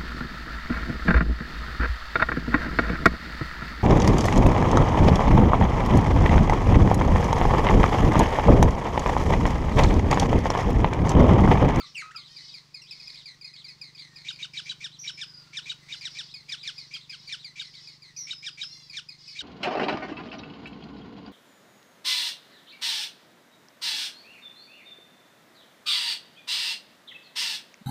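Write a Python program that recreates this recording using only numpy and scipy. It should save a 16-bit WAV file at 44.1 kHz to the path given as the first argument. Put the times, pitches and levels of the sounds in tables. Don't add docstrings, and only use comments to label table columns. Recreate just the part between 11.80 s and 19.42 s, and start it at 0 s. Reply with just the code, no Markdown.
import sys
import numpy as np
from scipy import signal
from scipy.fft import rfft, irfft, next_fast_len
from scipy.io import wavfile

SR = 44100
rng = np.random.default_rng(int(sys.argv[2]) if len(sys.argv) > 2 else 0)


def wav_record(signal):
    frames = np.transpose(np.atleast_2d(signal))
    bounded = np.clip(frames, -1, 1)
    quanta = np.round(bounded * 32767).astype(np.int16)
    wavfile.write(sys.argv[1], SR, quanta)


N = 336042
BAND_LIMIT_HZ, LEAD_S = 15660, .039

# break_s, level_db, pitch_hz, squeal_s
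NEAR_NOTES = [(2.483, -35, 1867, .022), (2.625, -35.5, 1860, 0.023), (2.772, -34.5, 1904, 0.017),
              (2.893, -34, 1934, .023), (3.04, -36.5, 1840, 0), (3.274, -34.5, 1908, 0.021),
              (3.411, -35.5, 1775, 0.0031), (3.767, -34.5, 1815, 0.0031), (3.894, -34, 1886, 0.024),
              (4.122, -37, 1870, .018), (4.251, -36, 1887, 0.00026), (4.385, -36.5, 1877, 0.0014),
              (4.721, -34.5, 1795, 0), (4.874, -35.5, 1757, 0), (5.146, -41, 1590, 0.021),
              (5.329, -44, 1586, 0.0013), (5.523, -35.5, 1763, 0.0019), (5.794, -36.5, 1848, .02),
              (6.505, -35, 1862, .026), (6.662, -35, 1805, 0), (6.812, -35, 1910, 0.02),
              (7.167, -35.5, 1780, 0), (7.588, -35, 1867, 0.02)]
def near_woodpecker(lead_follows=.6, usual_db=-37):
    out = np.zeros(N)
    for break_s, db, hz, squeal_s in NEAR_NOTES:
        lead_db = usual_db + lead_follows * (db - usual_db)
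        add(out, break_s - LEAD_S, gain_of(lead_db) * lead_in())
        add(out, break_s, gain_of(db) * fall(hz, squeal_s))
        if squeal_s > .005:
            add(out, break_s, gain_of(db) * squeal(hz, squeal_s))
    return out

# frequency_hz, gain_db
LEAD_THROAT = [(2350, 26), (4600, -4), (7000, -11), (9500, -49)]
def lead_in(top_hz=2386, arch=.061, rough=.34, hiss_db=-5.5, overlap_s=.0046):
    t = np.arange(-LEAD_S, overlap_s, 1 / SR)
    u = np.linspace(0, 1, len(t))
    tone = syrinx(top_hz * (1 - arch * (2 * u - 1) ** 2), rough, LEAD_THROAT, order=4)
    level = gain_of(-11 + 6.5 * u) * gate(t, attack_s=.0063, release_s=.005)
    return level * (tone + gain_of(hiss_db) * hiss(len(t), low_hz=2800, high_hz=6300))

# frequency_hz, gain_db
FALL_THROAT = [(1000, -33), (1450, -4.5), (1900, -14.5), (2900, 2), (3700, 2.5), (4500, -6.5), (5400, -0.5),
               (6300, -18.5), (7400, -18.5), (9200, -22.5), (11000, -52), (15000, -54)]
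def fall(hz, squeal_s, length_s=.044, fade_db=-21.5, break_s=.0042, switch_s=.0023):
    t = np.arange(0, length_s, 1 / SR)
    u = t / length_s
    pitch = hz * (1.06 - .18 * u - .4 * u ** 2)
    rough = .056 + .43 * u ** 3 + .46 * np.exp(-t / break_s)
    level = gain_of(3.5 + fade_db * u ** 2.49) * gate(t, attack_s=.0035, release_s=.0096)
    after_squeal = np.clip((t - squeal_s) / switch_s + 1, 0, 1)
    return level * after_squeal * syrinx(pitch, rough, FALL_THROAT)

# frequency_hz, gain_db
SQUEAL_THROAT = [(3800, 1), (7600, -22), (11500, -34.5)]
def squeal(hz, length_s, arch=.071, flutter_hz=740, flutter_depth=.83, attack_s=.0023, hiss_db=-15):
    t = np.arange(0, length_s + attack_s, 1 / SR)
    u = t / length_s
    flanks = 1 - np.exp(-((u - .35) / .17) ** 2)
    turns = np.cumsum(flutter_hz * (1 + .15 * wobble(len(t), 680))) / SR
    flutter = 1 + flutter_depth * flanks * (np.cos(2 * np.pi * turns) + .27 * np.cos(4 * np.pi * turns))
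    pitch = 2 * hz * (1.02 - arch * (2 * u - 1) ** 2)
    tone = syrinx(pitch, rough=.14, throat=SQUEAL_THROAT, order=3) * flutter
    tone = gain_of(7.5 - 8.5 * flanks) * unit_rms(resonate(tone, hz=2600, width_hz=1900))
    noise = gain_of(hiss_db) * hiss(len(t), low_hz=4800, high_hz=7400)
    return gate(t, attack_s, release_s=.0044) * (tone + noise)

# time_s, level_db, nominal_second_harmonic_hz
ANSWERS = [(0.0014, -36.5, 4720), (0.178, -35, 4695), (0.3613, -32.5, 4885), (0.564, -38, 4735),
           (0.7416, -34.5, 4860), (0.9438, -34, 4870), (1.0184, -43.5, 5490), (1.1104, -32.5, 5050),
           (1.1978, -38.5, 4980), (1.2746, -32.5, 4950), (1.3433, -39, 4920), (1.4581, -33.5, 4760),
           (1.6127, -40, 4830), (1.6457, -34.5, 4890), (1.7376, -41.5, 4840), (1.8445, -37, 4680),
           (1.8842, -38.5, 5000), (2.0148, -32, 4920), (2.1495, -43, 4980), (2.1925, -37, 4716),
           (2.3596, -38, 4910), (2.5264, -38.5, 4990), (2.7354, -39, 4990), (4.2106, -36, 4820),
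           (4.5412, -34, 4917), (4.6936, -35, 4896), (4.8316, -33.5, 4870), (4.9807, -33.5, 4860),
           (5.1384, -31.5, 4925), (5.297, -33.5, 4950), (5.4755, -36, 4650), (5.646, -33.5, 4700),
           (5.8122, -33.5, 4796), (5.9389, -43, 4605), (6.0737, -37.5, 4860), (6.2228, -40.5, 4760),
           (6.364, -41, 4910), (7.0984, -35.5, 4910), (7.2884, -36.5, 4920), (7.4785, -38, 5080)]
# frequency_hz, gain_db
ANSWER_THROAT = [(1700, 0), (2450, -6.5), (3500, -14), (4300, 6), (5100, 1.5), (6000, -12), (7400, -21),
                 (8700, -21), (10000, -27.5), (14000, -35)]
def answering_woodpeckers(usual_s=.1, head_s=.016, step=.085, sag_per_s=1.3, usual_db=-34.5):
    out = np.zeros(N)
    for (s, db, hz), (longer, rougher) in zip(ANSWERS, rng.uniform(-1, 1, (len(ANSWERS), 2))):
        t = np.arange(0, usual_s * (1 + .16 * longer), 1 / SR)
        head = np.exp(-(t / head_s) ** 3)
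        tail = 1 - head
        pitch = hz / 2 * (1.02 - step * tail - sag_per_s * t)
        tail_db = -46 + .49 * (db - usual_db) - 18 * (t / t[-1]) ** 2
        level = gain_of(head * (db - 3.5) + tail * tail_db) * gate(t, attack_s=.0029, release_s=.011)
        rough = (.08 * head + .3 * tail) * (1 + .4 * rougher)
        tone = syrinx(pitch, rough, ANSWER_THROAT, shimmer=1.32, shimmer_hz=220, order=5)
        add(out, s - .002, level * tone)
    return out

# start_s, length_s, level_db
SINKING_WHISTLES = [(3.185, 0.46, -42.5), (6.361, .42, -36.5)]
# frequency_hz, gain_db
THIN_THROAT = [(6000, 1), (10000, -36), (11700, -28), (15000, -50)]
def thin_whistles(settled_hz=5160, settle_s=.075, scoop_s=.009, held_db=-48, loud_s=.11):
    out = np.zeros(N)
    for s, length, db in SINKING_WHISTLES:
        t = np.arange(0, length, 1 / SR)
        hz = settled_hz + 1200 * np.exp(-t / settle_s) - 1296 * np.exp(-t / scoop_s) - 2000 * t ** 2
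        level_db = held_db + (db - held_db) * np.exp(-(t / loud_s) ** 4) - 9 * t
        level = gain_of(level_db) * gate(t, attack_s=.015, release_s=.048)
        add(out, s, level * wavering_tone(hz, THIN_THROAT))
    return out

# time_s, pitch_hz, level_db
OVERTONE_COURSE = [(6.82, 5050, -47), (6.845, 5140, -40), (6.88, 5330, -48), (6.98, 5720, -62)]
def scolding_overtone():
    out = np.zeros(N)
    t, hz, db = tracks(OVERTONE_COURSE)
    add(out, t[0], gain_of(db) * wavering_tone(hz, THIN_THROAT))
    return out

# time_s, pitch_hz, level_db
SLUR_COURSE = [(.145, 3026, -59), (.152, 2900, -39.5), (.185, 2387, -35), (.215, 2060, -41.5),
               (.226, 1260, -46.5), (.308, 1267, -51), (.316, 1660, -45), (.328, 2400, -56)]
# start_s, length_s, first_pitch_hz, last_pitch_hz, level_db
PIPING_NOTES = [(0, 0.023, 1315, 1310, -43.5), (0.029, 0.025, 1190, 1174, -50.5),
                (.345, .028, 1363, 1295, -45.5), (.378, 0.026, 1205, 1170, -54.5),
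                (2.28, 0.146, 1856, 1834, -63.5), (3.45, 0.29, 1615, 1380, -67),
                (4.012, 0.18, 2030, 2054, -59.5)]
# frequency_hz, gain_db
LOW_THROAT = [(1250, 10), (2000, -4.5), (2800, 0.5), (4000, -21), (5500, -15.5), (7500, -16), (9000, -27),
              (13000, -40)]
def low_whistles():
    out = np.zeros(N)
    voice = dict(throat=LOW_THROAT, rough=.24, waver=.25, waver_hz=120)
    t, hz, db = tracks(SLUR_COURSE)
    add(out, t[0], gain_of(db) * wavering_tone(hz, **voice))
    for s, length, first_hz, last_hz, db in PIPING_NOTES:
        t = np.arange(0, length, 1 / SR)
        hz = last_hz + (first_hz - last_hz) * (1 - t / length) ** 2
        add(out, s, gain_of(db) * gate(t, attack_s=.0048, release_s=.0092) * wavering_tone(hz, **voice))
    return out

# start_s, level_db
FAR_CHIRPS = [(.01, -48.5), (.365, -49), (.425, -50), (.678, -51), (1.066, -50), (1.354, -48),
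              (1.76, -47.5), (2.172, -49), (3.108, -50), (3.81, -51), (4.485, -50), (4.769, -47),
              (5.2, -51.5), (5.579, -49), (5.935, -50)]
def arched_chirps(usual_s=.068, top_hz=3980, rise=.27, rough=.355):
    out = np.zeros(N)
    for (s, db), (longer, higher) in zip(FAR_CHIRPS, rng.uniform(-.98, 1, (len(FAR_CHIRPS), 2))):
        size = int(usual_s * (1 + .119 * longer) * SR)
        arc = np.sin(np.linspace(0, np.pi, size)).clip(0)
        hz = top_hz * (1 + .02 * higher) * (1 - rise * (1 - arc))
        add(out, s, gain_of(db - 1.5) * np.sqrt(arc) * syrinx(hz, rough, SQUEAL_THROAT, order=2))
    return out

# start_s, length_s, level_db, pitch_hz
FAR_RASPS = [(0.029, .12, -51, 430), (0.462, .14, -50.5, 622), (0.531, 0.27, -46, 434),
             (1.049, 0.46, -51.5, 426), (2.761, 0.18, -51, 595), (4.102, 0.14, -46.5, 592),
             (4.221, 0.32, -45.5, 437), (4.88, 0.26, -49, 427), (5.322, 0.35, -50.5, 430),
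             (5.786, 0.16, -49, 489), (5.917, 0.27, -49, 428), (6.82, .3, -47.5, 699.3),
             (7.371, 0.3, -47, 429)]
# frequency_hz, gain_db
RASP_THROAT = [(1200, -44), (2050, -14), (2600, -17), (3500, -10), (4400, -1), (5100, 0.5), (5700, -7.5),
               (6400, -18), (8000, -27.5), (10000, -33.5), (14000, -42)]
def rasps(peak_share=.46, sag=.1, jitter=.0126, flicker=.5, flicker_hz=70):
    out = np.zeros(N)
    for s, length, db, hz in FAR_RASPS:
        t, swell_db, side = tracks([(s, -9, -.6), (s + peak_share * length, 0, 0), (s + length, -13, 1)])
        pitch = hz * (1 - sag * side ** 2) * (1 + jitter * wobble(len(t), 306))
        turns = np.cumsum(pitch) / SR
        stack = np.zeros(len(t))
        for k in range(3, 22):
            strength = gains_at(RASP_THROAT, k * pitch) * np.exp(flicker * wobble(len(t), flicker_hz))
            stack += strength * np.sin(2 * np.pi * (k * turns + rng.random()))
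        add(out, s, gain_of(db + swell_db) * unit_rms(stack) * signal.windows.tukey(len(t), .15))
    return out

# time_s, lateness_s
THROB_LAG = [(0, .016), (2.2, .064), (3.1, .067), (3.9, .056), (5.7, .106), (6.4, .107), (7.62, .094)]
# frequency_hz, width_hz, gain_db
HUM_RESONANCES = [(142.8, 28, 3), (310, 62, -14)]
# time_s, level_db
HUM_LEVEL = [(0, -64.5), (1.6, -64.5), (2.7, -59), (3.8, -60.5), (4.8, -62), (6.2, -63), (7.62, -63)]
def hum(throbs_per_s=24.71):
    t = np.arange(N) / SR
    count = np.floor(throbs_per_s * (t - np.interp(t, *np.transpose(THROB_LAG))))
    knocks = np.diff(count, prepend=count[0])
    body = sum(gain_of(db) * resonate(resonate(knocks, hz, width), hz, 3 * width)
               for hz, width, db in HUM_RESONANCES)
    return gain_of(np.interp(t, *np.transpose(HUM_LEVEL))) * unit_rms(body)

# frequency_hz, relative_density_db
AIR_SPECTRUM = [(25, -3), (70, 0.5), (250, -3), (450, -7.5), (700, -10.5), (1050, -4), (1500, -9),
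                (2100, -4.5), (3000, -9.5), (4600, 1.5), (6500, -11.5), (9000, -21), (12000, -28),
                (15500, -25)]
# time_s, level_db
AIR_LEVEL = [(0, -59.5), (1.8, -61.5), (2.701, -59), (4.5, -58.5), (6.2, -61)]
def air(drift_db=1, drift_hz=5.7):
    colour = gains_at(AIR_SPECTRUM, np.fft.rfftfreq(N, 1 / SR))
    noise = irfft(rfft(rng.standard_normal(N)) * colour, N)
    level_db = np.interp(np.arange(N) / SR, *np.transpose(AIR_LEVEL)) + drift_db * wobble(N, drift_hz)
    return gain_of(level_db) * unit_rms(noise)

def scrub(x, early_db, late_db, early_t60_s=.16, late_t60_s=.24, echoes_per_s=3000):
    t = np.arange(SR // 2) / SR
    taps = rng.standard_normal(len(t)) * (rng.random(len(t)) < echoes_per_s / SR) * (t > .003)
    early = taps * gain_of(-60 * t / early_t60_s)
    late = taps * gain_of(-60 * t / late_t60_s) * (t > .02)
    echo = gain_of(early_db) * early / np.linalg.norm(early)
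    echo += gain_of(late_db) * late / np.linalg.norm(late)
    return x + signal.fftconvolve(x, echo)[:N]

def syrinx(hz, rough, throat, jitter=.14, jitter_hz=900, shimmer=.8, shimmer_hz=350, order=9):
    turns = np.cumsum(hz * (1 + jitter * rough * wobble(len(hz), jitter_hz))) / SR
    k = np.arange(1, order + 1)[:, None]
    heights = gains_at(throat, k * hz) * (k * hz < BAND_LIMIT_HZ)
    tone = (heights * np.sin(2 * np.pi * k * turns)).sum(0) / np.linalg.norm(heights, axis=0)
    return unit_rms(tone * np.exp(shimmer * rough * wobble(len(hz), shimmer_hz)))

def wavering_tone(hz, throat, rough=.158, waver=.35, waver_hz=90):
    return unit_rms(syrinx(hz, rough, throat, order=5) * np.exp(waver * wobble(len(hz), waver_hz)))

def hiss(size, low_hz, high_hz):
    band = signal.butter(3, [low_hz, high_hz], "band", fs=SR)
    return unit_rms(signal.lfilter(*band, rng.standard_normal(size)))

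def wobble(size, hz):
    n = next_fast_len(size)
    f = np.fft.rfftfreq(n, 1 / SR)
    return unit_rms(irfft(rfft(rng.standard_normal(n)) * np.exp(-(f / hz) ** 2), n)[:size])

def resonate(x, hz, width_hz):
    return signal.lfilter(*signal.iirpeak(hz, hz / width_hz, fs=SR), x)

def gate(t, attack_s, release_s):
    return np.clip((t - t[0]) / attack_s, 0, 1) * np.clip((t[-1] - t) / release_s, 0, 1)

def gain_of(db):
    return 10 ** (np.asarray(db) / 20)

def unit_rms(x):
    return x / np.sqrt(np.mean(x ** 2) + 1e-20)

def gains_at(spectrum, hz):
    f, db = np.transpose(spectrum)
    return gain_of(np.interp(np.log(hz + 1), np.log(f), db))

def tracks(rows):
    s, *columns = np.transpose(rows)
    t = np.arange(s[0], s[-1], 1 / SR)
    return [t] + [np.interp(t, s, c) for c in columns]

def add(mix, s, sound):
    at = round(s * SR)
    sound = sound[max(-at, 0):]
    part = mix[max(at, 0):][:len(sound)]
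    part += sound[:len(part)]

def scene():
    near = scrub(near_woodpecker(), early_db=-13, late_db=-24)
    answers = scrub(answering_woodpeckers(), early_db=-8, late_db=-21)
    far_calls = thin_whistles() + scolding_overtone() + low_whistles() + arched_chirps() + rasps()
    far = scrub(far_calls, early_db=-8, late_db=-18)
    return (near + answers + far + hum() + air())[None]

def record(dry):
    lowpass = signal.firwin(511, BAND_LIMIT_HZ, window=("kaiser", 9), fs=SR)
    return signal.oaconvolve(dry, lowpass[None], "same")

dry = scene()
out = record(dry)
wav_record(out)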